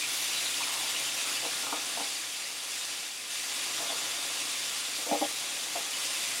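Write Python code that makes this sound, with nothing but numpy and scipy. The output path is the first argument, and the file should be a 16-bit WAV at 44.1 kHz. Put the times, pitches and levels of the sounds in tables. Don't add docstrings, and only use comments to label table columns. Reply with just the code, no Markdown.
import sys
import numpy as np
from scipy import signal
from scipy.fft import rfft, irfft
from scipy.io import wavfile
from scipy.ndimage import uniform_filter1d

SR = 44100
rng = np.random.default_rng(int(sys.argv[2]) if len(sys.argv) > 2 else 0)


def transcribe(signal):
    frames = np.atleast_2d(signal).T
    limited = np.clip(frames, -1, 1)
    pcm = np.round(limited * 32767).astype(np.int16)
    wavfile.write(sys.argv[1], SR, pcm)


N = 282240
TIME, FREQS = np.arange(N) / SR, np.fft.rfftfreq(N, 1 / SR)
FRAMES, BINS = np.arange(N // 128 + 5) * 128 / SR, np.fft.rfftfreq(512, 1 / SR)

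# time_s, level_db
SIZZLE_LEVEL = [(0.0, -33.4), (0.4, -32.3), (0.7, -33.2), (1.6, -33.8), (1.7, -35.4), (2.06, -34.7),
                (2.22, -36.7), (2.62, -38.1), (2.72, -35.5), (3.02, -37.7), (3.27, -40.6), (3.325, -35.4),
                (3.72, -34.3), (4.78, -34.5), (4.85, -35.3), (5.92, -35.4), (6.03, -33.5), (6.4, -33.9)]
# frequency_hz, level_db
HISS_SPECTRUM = [(1200, -6), (1700, -5), (2200, -2.5), (2700, -0.5), (3600, -2), (4300, -2.5), (5500, -2),
                 (7300, -5.5), (8000, -4.5), (9900, -6), (11000, -10), (13300, -17.5), (15700, -20)]
# centre_hz, width_hz, gain_db
BOWL_RESONANCES = [(1530, 140, -3), (2480, 100, -1.5), (2730, 250, 0), (3080, 230, -1), (3560, 400, 2.9),
                   (4170, 250, -1), (4710, 130, 3), (5470, 290, -2.5), (7150, 840, 2.5), (8170, 600, -1)]
# centre_s, treble_boost_db, half_width_s
SPRAY_PUFFS = [(.19, 4.5, .08), (5.15, 2.3, .17)]
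def sizzle():
    t = FRAMES[:, None]
    fresh = freshness(t)
    colour = amp(read(HISS_SPECTRUM, BINS) + humps(BOWL_RESONANCES, BINS))
    colour *= highpass(BINS, edge_hz=1530, order=5)
    colour /= band_rms(colour, low_hz=2500, high_hz=10000)
    large = read([(4000, .87), (4800, 0)], BINS)
    fine = read([(9500, 0), (12500, 1)], BINS)
    muffle_db, sputter_db, spray_db = -.55 * fresh, .7 * fresh, 1.2 * fresh - .5
    spray_db += sum(db * np.exp(-((t - s) / width) ** 2) for s, db, width in SPRAY_PUFFS)
    level_db = np.interp(t, *np.transpose(SIZZLE_LEVEL)) + muffle_db
    field_db = level_db + large * sputter_db + fine * spray_db
    field_db += 1.07 * patches(frames=12, bins=4)
    field_db += .45 * patches(frames=10, bins=120)
    crackle = amp(-3.5) * bursts(per_s=5500, spread_db=2.8)
    pops = amp(-21) * bursts(per_s=45, spread_db=3.5)
    bubbles = unit(rng.standard_normal(N) + crackle + pops)
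    return sound_field(bubbles, colour * amp(field_db - .35))


def freshness(t, fresh_s=1.2, settle_s=.18):
    return 1 / (1 + np.exp((t - fresh_s) / settle_s))


def squeals(settled_per_s=7, fresh_per_s=80):
    per_s = settled_per_s + fresh_per_s * freshness(TIME)
    times = TIME[rng.random(N) < per_s / SR]
    height, size, span = rng.random((len(times), 3)).T
    pitch_hz = 2300 + 12800 * height ** 1.3
    level_db = -44 + .5 * read(HISS_SPECTRUM, pitch_hz) + 3 * (2 * size - 1)
    half_length_s = .008 + .022 * span
    return swarms(zip(times, level_db, pitch_hz, half_length_s), relative_width=.012)


# centre_s, level_db, pitch_hz, half_length_s
STEAM_SPURTS = [(.02, -35, 2470, .034), (.335, -35.5, 2960, .025), (.38, -38.5, 3940, .06),
                (.46, -37, 3900, .05), (.962, -32.5, 2780, .03), (1.08, -37, 2920, .02),
                (1.2, -39, 2680, .046), (1.38, -38, 2850, .025), (3.9, -40, 3470, .062)]
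def spurts(per_s=4, level_db=-40.5, pitch_hz=2800, half_length_s=.02):
    times = TIME[rng.random(N) < per_s * freshness(TIME) / SR]
    lesser = [(s, level_db, pitch_hz * 2 ** rng.uniform(-.2, .2), half_length_s) for s in times]
    return swarms(STEAM_SPURTS + lesser, relative_width=.098)


# centre_s, relative_level_db, pitch_hz, half_length_s
PULP_LANDINGS = [(.618, -40, 1000, .025), (.71, -45.5, 1090, .14), (.83, -48, 870, 0.14),
                 (1.3, -47, 1340, 0.076)]
def splats():
    return amp(1.6) * swarms(PULP_LANDINGS, relative_width=.25)


# pitch_hz, level_db, t60_s
SKILLET_MODES = [(277, -4.5, 0.094), (303, -2.5, 0.11), (472, -5.5, 0.15), (520, -5.5, 0.13),
                 (576.5, -3, .13), (640.6, -3.5, .11), (690, -1, .12), (762, -2.5, 0.087),
                 (814.6, -1, 0.11), (922, -1, 0.054), (1078, -6, 0.053), (1243, -11.5, .07),
                 (1394, -14, 0.058)]
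# start_s, relative_level_db, hardness_db, rebound_gain_db
GRATE_CONTACTS = [(1.429, -32.5, -24, 2), (1.632, -33.5, 12, 1), (1.723, -24, 4, -16),
                  (1.970, -29.7, -3, 1), (3.796, -34.7, -18, -1), (3.894, -32, -12, -3),
                  (4.984, -38, -16, -6), (5.064, -31, -22, 2), (5.112, -18.3, -25, -2.5),
                  (5.211, -18.3, -28, -13), (5.754, -25.5, -14, -15)]
def knocks(usual_hardness_db=-18.5, chatter_s=.018):
    out, t = np.zeros(N), TIME[:SR // 3]
    hz, mode_db, t60 = np.transpose(SKILLET_MODES)[:, :, None]
    attack = 1 - np.exp(-t / .0015)
    for s, db, hardness_db, rebound_db in GRATE_CONTACTS:
        harder_db = hardness_db - usual_hardness_db
        tilt_db = .71 * harder_db * np.log2(np.maximum(hz / 700, 1))
        contact_hz = 600 * 2 ** (.036 * harder_db)
        contact_db = 3 * np.exp(-(np.log(hz / contact_hz) / .3) ** 2)
        decays = amp(mode_db + tilt_db + contact_db - 60 * t / t60)
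        gap_s = .0225 + .00033 * harder_db
        landings = [(0, db), (gap_s, db + rebound_db), (1.8 * gap_s, db + rebound_db - 8)]
        for delay_s, blow_db in landings:
            modes = decays * np.sin(2 * np.pi * (hz * t + rng.random(hz.shape)))
            ring = modes.sum(0) * attack
            chatter = .37 * impulses(len(t), per_s=600) * np.exp(-t / chatter_s)
            blow = ring + signal.fftconvolve(ring, chatter)[:len(t)]
            add(out, s + delay_s, amp(blow_db - 9) * blow / np.std(blow[:SR // 50]))
    radiated = signal.sosfilt(signal.butter(3, 200, "high", fs=SR, output="sos"), out)
    return kitchen(radiated, t60_s=.22, wet_db=-13)


# time_s, peak_db
STOVE_THUDS = [(2.011, -45), (5.118, -29.5)]
def thuds(pitch_hz=240, length_s=.0162):
    out, swell = np.zeros(N), np.hanning(int(length_s * SR))
    push = np.sin(2 * np.pi * pitch_hz * TIME[:len(swell)]) * swell
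    for s, db in STOVE_THUDS:
        add(out, s - length_s / 4, amp(db) * push)
    return kitchen(out, t60_s=.15, wet_db=-18)


# time_s, relative_level_db
SIMMER_LEVEL = [(0, -46.5), (1.0, -45), (1.95, -46), (2.25, -50), (2.85, -49), (3.2, -52), (3.85, -43.7),
                (4.85, -47.5), (6.4, -46)]
# frequency_hz, level_db
BOIL_SPECTRUM = [(18, -66), (30, -40), (91, -21.5), (106, -22), (120, -8), (152, -10.5), (236, -7),
                 (284, -1), (425, -5), (558, -0.5), (617, -3.5), (808, 0), (880, -4.5), (1040, 0.5),
                 (1700, -2), (2210, -24), (3740, -120)]
# centre_hz, width_hz, gain_db
POT_RESONANCES = [(297, 56, 2), (468, 19, 2.5), (567, 28, 3), (686, 50, 5), (824, 40, 4.5), (940, 35, 3),
                  (1023, 32, 2.5), (1190, 56, 4), (1415, 29, 8.5)]
def simmer():
    colour = amp(read(BOIL_SPECTRUM, FREQS) + humps(POT_RESONANCES, FREQS))
    colour /= 1 + (FREQS / 1650) ** 10
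    bubbles = unit(rng.standard_normal(N) + amp(-7) * bursts(per_s=260, spread_db=3))
    direct, diffuse = (unit(irfft(rfft(v) * colour, N)) for v in (bubbles, rng.standard_normal(N)))
    stereo = direct + amp(-14.5) * np.array([diffuse, -diffuse])
    return stereo * amp(np.interp(TIME, *np.transpose(SIMMER_LEVEL)) - .64)


def hum(pitch_hz=125.5, waver_hz=3.43, level_db=-72.5):
    waver = np.interp(TIME, FRAMES, patches(frames=40, bins=1)[:, 0])
    tone = unit(np.sin(2 * np.pi * np.cumsum(pitch_hz + waver_hz * waver) / SR))
    simmer_db = np.interp(TIME, *np.transpose(SIMMER_LEVEL))
    return amp(level_db + 1.1 * (simmer_db - simmer_db.mean())) * tone


def reflections(x, count):
    delay_s = rng.uniform(.002, .012, (count, 1))
    comb_db = .9 * unit(np.cos(2 * np.pi * FREQS * delay_s).sum(0))
    return irfft(rfft(x) * amp(comb_db), N)


def kitchen(x, t60_s, wet_db):
    t = TIME[:SR // 2]
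    echoes = impulses((3, len(t)), per_s=2000) * (t > .004)
    tails = (echoes[:2] + echoes[2]) * amp(-60 * t / t60_s)
    tails /= np.linalg.norm(tails[0])
    return x + amp(wet_db) * signal.fftconvolve(x[None], tails, axes=1)[:, :N]


# frequency_hz, coherence
COHERENCE = [(60, .75), (250, .93), (1400, .85), (2100, .99), (4200, .994), (5400, .999), (6800, .997),
             (9000, .985), (12700, .97), (14000, .45)]
def sound_field(source, gain):
    window = dict(nperseg=512, noverlap=384)
    direct, diffuse = (signal.stft(np.pad(v, (0, 1024)), **window)[2].T[:len(FRAMES)]
                       for v in (source, rng.standard_normal(N)))
    coherence = np.clip(read(COHERENCE, BINS), 0, 1)
    mid, side = direct * np.sqrt((1 + coherence) / 2), diffuse * np.sqrt((1 - coherence) / 2)
    spectra = np.array([mid + side, mid - side]) * gain
    return signal.istft(spectra.transpose(0, 2, 1), **window)[1][:, :N]


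def swarms(rows, relative_width):
    out = np.zeros(N)
    for centre_s, level_db, pitch_hz, half_length_s in rows:
        swell = np.hanning(int(2 * half_length_s * SR))
        hz = np.fft.rfftfreq(len(swell), 1 / SR)
        band = np.exp(-((hz / pitch_hz - 1) / relative_width) ** 2)
        swarm = irfft(rfft(rng.standard_normal(len(swell))) * band, len(swell))
        add(out, centre_s - half_length_s, amp(level_db) * unit(swarm) * swell)
    return out


def bursts(per_s, spread_db):
    size = amp(spread_db * np.minimum(rng.exponential(1, N), 4.5)) * rng.choice([-1, 1], N)
    return unit(size * (rng.random(N) < per_s / SR))


def impulses(shape, per_s):
    return rng.standard_normal(shape) * (rng.random(shape) < per_s / SR)


def patches(frames, bins):
    field = uniform_filter1d(rng.standard_normal((len(FRAMES), len(BINS))), frames, axis=0)
    return unit(uniform_filter1d(field, bins, axis=1, mode="wrap"))


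def humps(resonances, hz):
    return sum(db * np.exp(-(2 * (hz - centre) / width) ** 2) for centre, width, db in resonances)


def highpass(hz, edge_hz, order):
    return 1 / np.sqrt(1 + (edge_hz / (hz + 1)) ** (2 * order))


def band_rms(gain, low_hz, high_hz):
    return np.sqrt(np.mean(gain ** 2 * (BINS > low_hz) * (BINS < high_hz)))


def read(points, hz):
    point_hz, value = np.transpose(points)
    return np.interp(np.log(hz + 1), np.log(point_hz + 1), value)


def amp(db):
    return 10 ** (np.asarray(db) / 20)


def unit(x):
    return x / np.sqrt(np.mean(x ** 2) + 1e-20)


def add(mix, start_s, sound):
    part = mix[max(round(start_s * SR), 0):][:len(sound)]
    part += sound[:len(part)]


def scene():
    frying = splats() + reflections(sizzle(), count=24) + squeals()
    return frying + simmer() + spurts() + knocks() + thuds() + hum()


# frequency_hz, difference_db
LEVEL_DIFFERENCE = [(50, -1), (110, -3.2), (250, -3), (500, 1), (950, 2.5), (1500, 1.8), (2100, .1),
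                    (3100, .7), (5300, 0), (7500, .1), (9500, 2.4), (12000, 3), (14500, 5)]
# frequency_hz, lead_rad
PHASE_DIFFERENCE = [(0, -0.14), (690, 0.4), (1290, 0.043), (12900, 0.0), (14600, -0.3), (16500, -0.3)]
def record(dry, cutoff_hz=15850):
    left = amp(read(LEVEL_DIFFERENCE, FREQS) / 2) * np.exp(1j * read(PHASE_DIFFERENCE, FREQS) / 2)
    stereo = irfft(rfft(dry) * np.array([left, 1 / left]), N)
    lowpass = signal.firwin(801, cutoff_hz, window=("kaiser", 9), fs=SR)
    return signal.oaconvolve(stereo, lowpass[None], "same")


dry = scene()
out = record(dry)
transcribe(out)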